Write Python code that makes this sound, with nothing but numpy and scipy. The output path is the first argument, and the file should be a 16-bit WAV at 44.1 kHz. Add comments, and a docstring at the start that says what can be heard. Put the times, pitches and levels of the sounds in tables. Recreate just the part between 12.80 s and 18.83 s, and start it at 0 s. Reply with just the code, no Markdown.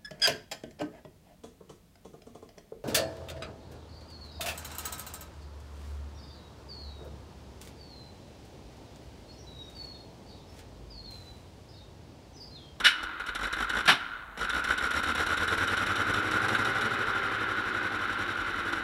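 """Cold start of a radial tank engine.

Nine cylinders start in a concrete yard, heard from behind the open engine doors. The engine stumbles
on single firings, backfires twice and cuts out, then catches, gathers speed and settles to an idle.
Each firing is a pressure pulse that rings the exhaust pipe; cold cylinders miss, so every cycle chugs.
Valve impacts clatter in the resonant steel bay, and the cooling fan hums at its blade-passing tones."""
import sys
import numpy as np
from scipy import signal
from scipy.fft import rfft, irfft, next_fast_len
from scipy.io import wavfile

SR = 44100
rng = np.random.default_rng(int(sys.argv[2]) if len(sys.argv) > 2 else 0)


def digitize_waveform(pressure):
    """Quantize a signal to 16-bit integers and store it at the path in sys.argv[1].

    Rows of a 2-D input are taken as channels; values are limited to [-1, 1].
    """
    field = np.atleast_2d(pressure).T
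    bounded = np.clip(field, -1, 1)
    quanta = np.round(bounded * 32767).astype(np.int16)
    wavfile.write(sys.argv[1], SR, quanta)


N = 265923
TIME = np.arange(N) / SR


def from_db(db):
    """Amplitude ratio of a level in decibels."""
    return 10 ** (np.asarray(db) / 20)


def curve(rows, at=TIME, column=1):
    """Linear interpolation of one column of a table over time."""
    rows = np.array(rows)
    return np.interp(at, rows[:, 0], rows[:, column])


def unit_rms(x):
    """Normalisation to unit mean power."""
    return x / np.sqrt(np.mean(x ** 2) + 1e-20)


def drift(rate):
    """Random modulation of unit power, changing about rate times a second."""
    return unit_rms(np.interp(TIME * rate, np.arange(20000), rng.standard_normal(20000)))


def colour(x, spectrum):
    """Minimum-phase filtering to a spectral shape; white noise keeps its power."""
    size = 2 * next_fast_len(N // 2 + 8192)
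    hz, db = np.transpose(spectrum)
    bin_hz = np.arange(size // 2 + 1) * SR / size
    gain = unit_rms(from_db(np.interp(np.log(bin_hz + 1), np.log(hz), db)))
    cepstrum = irfft(np.log(gain))
    cepstrum[1:size // 2] *= 2   # folding the cepstrum makes the filter causal
    cepstrum[size // 2 + 1:] = 0
    return irfft(rfft(x, size) * np.exp(rfft(cepstrum)))[:N]


def resonate(x, modes):
    """Modal superposition: damped resonators respond in parallel."""
    out = np.zeros(N)
    for hz, width, db in modes:
        radius = np.exp(-np.pi * width / SR)
        feedforward = np.array([1, 0, -1]) * (1 - radius ** 2) / 2
        feedback = [1, -2 * radius * np.cos(2 * np.pi * hz / SR), radius ** 2]
        out += from_db(db) * signal.lfilter(feedforward, feedback, x + 1e-18)
    return out


def impulses(times, db):
    """An impulse train with the given times and levels."""
    at = np.round(times * SR).astype(int)
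    heard = (at >= 0) & (at < N)
    return np.bincount(at[heard], from_db(db)[heard], N)


def bursts(times, db, rise_s, decay_s):
    """Incoherent noise bursts add in power; each swells and decays exponentially."""
    power = impulses(times, db) ** 2 + 1e-18
    fall, swell = np.exp(-2 / (decay_s * SR)), np.exp(-1 / (rise_s * SR))
    power = signal.lfilter([1], [1, -fall], power)
    power = signal.lfilter([1 - swell], [1, -swell], power)
    return np.sqrt(power) * rng.standard_normal(N)


# Each row: time in seconds, engine speed in four-stroke cycles per second.
ENGINE_SPEED = [(0.0, 4.8), (0.55, 5.5), (1.0, 6.28), (1.55, 6.16), (1.7, 6.68), (2.3, 8.45), (2.8, 10.22),
                (3.8, 12.13), (4.1, 12.6), (4.9, 11.47), (6.03, 10.36)]

def crank(catch_s):
    """Phase is the integral of speed: returns speed, and cycles counted from the catch."""
    speed = curve(ENGINE_SPEED)
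    cycles = np.cumsum(speed) / SR
    return speed, cycles - np.interp(catch_s, TIME, cycles)


def crank_times(cycles, per_cycle):
    """Phase locking: the times and indices of evenly spaced crank angles."""
    step = np.arange(int(np.ceil(cycles[0] * per_cycle)), int(cycles[-1] * per_cycle) + 1)
    return np.interp(step / per_cycle, cycles, TIME), step


def warmth(at=TIME, start_s=2.37, span_s=1):
    """Warming evens out combustion: a ramp from 0 (cold) to 1 (warm)."""
    return np.clip((at - start_s) / span_s, 0, 1)


# Cylinders in firing order. Each row: cold strength, warm strength, extra hiss, thump, all in dB.
CYLINDER_OFFSETS = [(-10, 1.5, -2.5, -3), (-14, -2.5, 0, -18), (5, 3, 1.5, 0), (5.5, 1.5, 3, 6.5),
                    (10, 3.5, 0, 6.5), (6.5, 3, 3.5, 6.5), (4.5, 1, 3.5, -12), (-34, 0, -11, -23),
                    (-6.5, -4.5, 1, -6)]
# Spans in which ignition takes. 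Each row: start and end in seconds.
IGNITION_SPANS = [(.54, 1.065), (1.565, 6.1)]
# Each row: time in seconds, base puff level in dB, base hiss level in dB.
THROTTLE_LEVELS = [(.9, -43, -51), (1.69, -42, -49.5), (2.5, -39, -48), (3.7, -34, -47),
                   (4.2, -37.5, -50.5), (4.6, -39.5, -54), (6.03, -41, -52)]
# Lone firings before the engine catches, and one last spit of the first cylinder at idle.
# Each row: time in seconds, then jolt, puff and hiss levels in dB.
LONE_FIRINGS = [(.0004, -29, -39, -35.5), (0.2295, -47, -37, -39.5), (.3967, -33, -41, -46),
                (.4632, -45, -66, -41.5), (0.4835, -24.5, -39, -45), (5.925, -24.5, -36, -40)]
# The first cylinder spits in every cycle, then in every other one.
SPIT_ALWAYS_UNTIL_S, SPIT_ALTERNATE_UNTIL_S = 3.2, 4.05

def firings(cycles, uneven_db=1.0, spit_db=3):
    """Unequal combustion modulates each cycle: returns firing times and levels, and spit times."""
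    times, step = crank_times(cycles, len(CYLINDER_OFFSETS))
    cycle, cylinder = np.divmod(step, len(CYLINDER_OFFSETS))
    lit = np.any([(times > start) & (times < end) for start, end in IGNITION_SPANS], axis=0)
    spit_until = np.where(cycle % 2, SPIT_ALTERNATE_UNTIL_S, SPIT_ALWAYS_UNTIL_S)
    spitting = (cylinder == 0) & (times < spit_until)
    cold, warm, extra_hiss, extra_thump = np.array(CYLINDER_OFFSETS)[cylinder].T
    scatter = uneven_db * rng.standard_normal(len(times))
    strength = np.where(spitting, spit_db, cold + (warm - cold) * warmth(times)) + scatter
    jolt_db = curve(CLATTER_LEVELS, times) + .7 * strength
    puff_db = curve(THROTTLE_LEVELS, times) + strength
    hiss_db = curve(THROTTLE_LEVELS, times, column=2) + 1.22 * strength + extra_hiss
    thump_db = curve(THROTTLE_LEVELS, times) + np.where(spitting, spit_db, extra_thump) + scatter
    regular = np.c_[times, jolt_db, puff_db, hiss_db, thump_db][lit]
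    lone = [(start, jolt, puff, hiss, puff) for start, jolt, puff, hiss in LONE_FIRINGS]
    return np.vstack([lone, regular]).T, times[lit & spitting]


# The hollow under the hull. Each row: frequency in Hz, bandwidth in Hz, peak gain in dB.
CAVITY_MODES = [(87, 170, -2.5)]

def thumps(times, db, speed, settling_s=.4):
    """Volume displacement: each slug of gas is one pressure swing that drives a cavity resonance."""
    slugs = np.zeros(N)
    lag, width = 0.56, 0.32   # in firing intervals, so the swing shortens with speed
    for start, gain in zip(times, from_db(db)):
        near = slice(*np.searchsorted(TIME, [start - .02, start + .06]))
        phase = (TIME[near] - start) * speed[near] * len(CYLINDER_OFFSETS) - lag
        slugs[near] += gain * np.sin(2 * np.pi * 0.9 * phase) * np.exp(-(phase / width) ** 2 / 2)
    settled = np.clip((TIME - SPIT_ALTERNATE_UNTIL_S) / settling_s, 0, 1)
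    direct_db = -4.0 - 3.7 * warmth() - 3.9 * settled   # softer as it warms and regular spitting ends
    return from_db(direct_db) * slugs + from_db(-6.5) * resonate(slugs, CAVITY_MODES)


# The exhaust pipe. Each row: frequency in Hz, bandwidth in Hz, peak gain in dB.
PIPE_MODES = [(111, 20, -9.5), (189.5, 27, -6.5), (304.5, 25.5, 1), (357, 97, -28), (464, 110, -17),
              (544, 74, -7.5), (765, 83, -9)]
# Spectra of the escaping gas. Each row: frequency in Hz, relative density in dB.
PUFF_SPECTRUM = [(30, -48), (80, -7), (140, -5.5), (200, 1), (330, -2.5), (480, 2.5), (660, -10),
                 (790, 2.5), (900, -8.5), (1200, 3), (1450, 2), (1900, -4.5), (3900, -28.5), (4900, -23),
                 (9000, -49)]
HISS_SPECTRUM = [(1000, 8.5), (2000, 1), (3900, 10.5), (4900, -3.5), (5600, 10.5), (6100, 1.5), (6450, -12),
                 (6900, 2.5), (9800, -5), (11000, 2.5), (11800, -6), (13000, -20), (16000, -22)]

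def exhaust(times, puff_db, hiss_db, front_hz=900):
    """A rounded gas front excites the pipe's standing waves; turbulence adds a puff and a hiss."""
    rounding = signal.butter(2, front_hz, fs=SR, output="sos")
    fronts = signal.sosfilt(rounding, impulses(times + 0.00198, puff_db) + 1e-18)
    pipe = from_db(40.5) * resonate(fronts, PIPE_MODES)
    puff = from_db(2.0) * bursts(times, puff_db, rise_s=.004, decay_s=.011)
    hiss = from_db(1.5) * bursts(times, hiss_db, rise_s=0.0021, decay_s=0.01)
    return pipe + colour(puff, PUFF_SPECTRUM) + colour(hiss, HISS_SPECTRUM)


# Each row: time in seconds, base level of the valve gear in dB.
CLATTER_LEVELS = [(0, -27.5), (.52, -34.5), (1.0, -29), (1.38, -35.5), (1.46, -43.5), (1.56, -43),
                  (1.63, -30.5), (2.8, -29), (6.03, -32)]
# Spectrum of the valve gear. Each row: frequency in Hz, relative density in dB.
GEAR_SPECTRUM = [(100, -47), (300, -8), (680, -31.5), (1000, -10), (1180, -10), (1380, 0.5), (1530, -0.5),
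                 (1680, -6.5), (1900, -12), (3000, -20.5), (3950, -19), (4800, -34), (7000, -44.5),
                 (15000, -87)]

def valve_gear(cycles, fired, jolt_db, uneven_db=1.2, inlet_db=4.0, whirr_db=-2.0):
    """Impact noise: exhaust and inlet valves knock in turn over the whirr of the gears."""
    times, step = crank_times(cycles, 2 * len(CYLINDER_OFFSETS))
    knock_db = inlet_db * (step % 2) + uneven_db * rng.standard_normal(len(times))
    knocks = unit_rms(bursts(times + 0.00325, knock_db, rise_s=0.00016, decay_s=0.0033))
    whirr = from_db(whirr_db) * rng.standard_normal(N)
    clatter = from_db(curve(CLATTER_LEVELS) - 6.5) * unit_rms(knocks + whirr)
    jolts = bursts(fired + 0.0044, jolt_db, rise_s=0.0023, decay_s=0.0052)   # firings take up the slack
    return colour(clatter + jolts, GEAR_SPECTRUM)


# Each entry: a fan tone's frequency in periods per engine cycle.
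BLADE_ORDERS = [32, 64]
# Each entry: that tone's relative level in dB.
BLADE_LEVELS = [4.5, -14.5]

def fan(cycles, speed, idle_speed=10.7, db_per_octave=25, flutter_db=3.0, surge_cycles=.004):
    """Blade-passing tones follow the crank, surging with each chug and growing louder up to idle."""
    angle = 2 * np.pi * (cycles + surge_cycles * np.sin(2 * np.pi * cycles))
    tones = sum(from_db(db + flutter_db * drift(45)) * np.sin(order * angle)
                for order, db in zip(BLADE_ORDERS, BLADE_LEVELS))
    level_db = -48 + db_per_octave * np.minimum(np.log2(speed / idle_speed), 0)
    return from_db(level_db - drift(7.1)) * unit_rms(tones)   # wavers by about 1 dB


# Spectrum of the background. Each row: frequency in Hz, relative density in dB.
AIR_SPECTRUM = [(20, -13), (42, 10.5), (120, -5), (300, -12), (700, -6.5), (1400, 2.5), (4000, -47),
                (6500, -31.5), (16000, -36)]

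def air():
    """Stationary broadband noise forms a faint ambient floor."""
    return from_db(-47.5) * colour(rng.standard_normal(N), AIR_SPECTRUM)


# Each row: start in seconds, blast level in dB, swell, hold and decay in seconds, boom level in dB.
BACKFIRE_BLASTS = [(0.038, -15.5, 0.011, 0.02, 0.021, -46), (1.073, -16.5, 0.0064, 0.023, 0.016, -23.5),
                   (1.114, -35, 0.0034, 0.014, 0.025, -32.5)]
# Spectra of a backfire. Each row: frequency in Hz, relative density in dB.
BLAST_SPECTRUM = [(200, -45), (1100, -16), (1450, 2), (1750, 1.5), (1950, -7), (2300, -3.5), (3000, -5.5),
                  (3900, -5.5), (4900, -16.5), (5600, -11), (6400, -28.5), (7200, -24), (11200, -24),
                  (15000, -56)]
BOOM_SPECTRUM = [(30, -8), (90, -8), (150, 8), (240, 6), (380, 4), (520, -9), (740, 9), (860, 4),
                 (1050, 7.5), (1500, 4), (3000, -48)]

def backfires(crackle_db=1.0, jet_db=-17.5):
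    """Sudden gas expansion: unburnt fuel goes off in the pipe as a tearing blast over a boom."""
    blast, jet, boom = np.zeros((3, N))
    for start, db, swell, hold, decay, boom_db in BACKFIRE_BLASTS:
        age = TIME - start
        envelope = np.clip(age / swell, 0, 1) ** 2 * np.exp(-np.maximum(age - swell - hold, 0) / decay)
        blast += from_db(db) * envelope
        jet += from_db(db + jet_db) * envelope ** 3   # the gas hisses only near full pressure
        boom += from_db(boom_db) * envelope
    tearing = unit_rms(from_db(crackle_db * drift(900)))
    white = rng.standard_normal((3, N))
    return (colour(blast * tearing * white[0], BLAST_SPECTRUM)
            + colour(jet * tearing * white[1], HISS_SPECTRUM)
            + colour(boom * white[2], BOOM_SPECTRUM))


# Hard firings, and one faint mechanical clank while the engine has cut out.
# Each row: time in seconds, level in dB.
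SHARP_KNOCKS = [(.405, -37), (.468, -37), (.491, -37.5), (.639, -29), (.971, -36), (1.399, -60),
                (1.616, -34), (1.908, -29.5), (2.381, -34), (3.748, -22.5)]
# Spectrum of a crack. Each row: frequency in Hz, relative density in dB.
CRACK_SPECTRUM = [(300, -22), (1100, 1), (1450, 15), (1950, 3), (3100, -2), (3900, 5.5), (4900, -17),
                  (5600, -34), (6400, -16.5), (11000, -16), (14000, -41)]

def cracks(spits, crack_lag_s=.006):
    """Pressure transients: a charge vented still burning hisses and cracks; sharp knocks only crack."""
    cold_boost_db = 0.5 * (1 - warmth(spits))
    spit_cracks = np.c_[spits + crack_lag_s, -30 + cold_boost_db]
    times, crack_db = np.vstack([SHARP_KNOCKS, spit_cracks]).T
    hiss = bursts(spits, -34.5 + cold_boost_db, rise_s=0.0018, decay_s=0.01)
    crack = bursts(times, crack_db, rise_s=0.0015, decay_s=0.012)
    return colour(crack, CRACK_SPECTRUM) + colour(hiss, HISS_SPECTRUM)


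# The steel bay. Each row: frequency in Hz, bandwidth in Hz, peak gain in dB.
BAY_MODES = [(1399.5, 77, -3.5), (1457, 78, -4.5), (1710, 6.8, -35), (2062, 108, 2.5), (2500, 24, -3),
             (2606, 110, -3.5), (2500, 12, -8), (2820, 28, -14), (2940, 46, 4), (3045, 63, 3),
             (2950, 33, -2), (3555, 30, 3.5), (3730, 100, -10), (3744, 45, -5)]
# Echoes off the ground, doors and hull. Each row: delay in seconds, gain in dB.
REFLECTIONS = [(.0013, -27), (.0031, -27), (.0047, -23), (.0083, -27.5)]

def engine_bay(x):
    """Resonance and interference: the bay rings, and early reflections comb-filter the sound."""
    ringing = x + from_db(-2.5) * resonate(x, BAY_MODES)
    echoes = sum(from_db(db) * np.interp(TIME - delay, TIME, ringing, left=0)
                 for delay, db in REFLECTIONS)
    return from_db(-1.5) * (ringing + echoes)


def yard(x, t60_s=0.53, wet_db=-13.5, dull_hz=7260, onset_s=0.002):
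    """Reverberation: concrete walls and an open hall return a dull, exponentially decaying tail."""
    age = TIME[:int(1.5 * SR)]
    build_up = 1 - np.exp(-(age / onset_s) ** 2)
    tail = rng.standard_normal(len(age)) * from_db(-60 * age / t60_s) * build_up
    tail /= np.sqrt(np.sum(tail ** 2))
    tail = signal.sosfilt(signal.butter(1, dull_hz, fs=SR, output="sos"), tail)
    return x + from_db(wet_db) * signal.fftconvolve(x, tail)[:N]


def scene():
    """Superposition: the engine rings its bay, joins the fan and spreads into the yard."""
    speed, cycles = crank(catch_s=1.694)
    (times, jolt_db, puff_db, hiss_db, thump_db), spits = firings(cycles)
    engine = thumps(times, thump_db, speed) + exhaust(times, puff_db, hiss_db)
    engine += cracks(spits) + backfires() + valve_gear(cycles, times, jolt_db)
    radiated = engine_bay(engine) + fan(cycles, speed)
    return (yard(radiated) + air())[None]


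def record(dry, low_hz=31, high_hz=15800):
    """Band limiting: the microphone sheds the deepest rumble, and the top is cut steeply."""
    thinned = signal.sosfilt(signal.butter(4, low_hz, "high", fs=SR, output="sos"), dry)
    return signal.sosfilt(signal.ellip(10, .2, 90, high_hz, fs=SR, output="sos"), thinned)


dry = scene()
out = record(dry)
digitize_waveform(out)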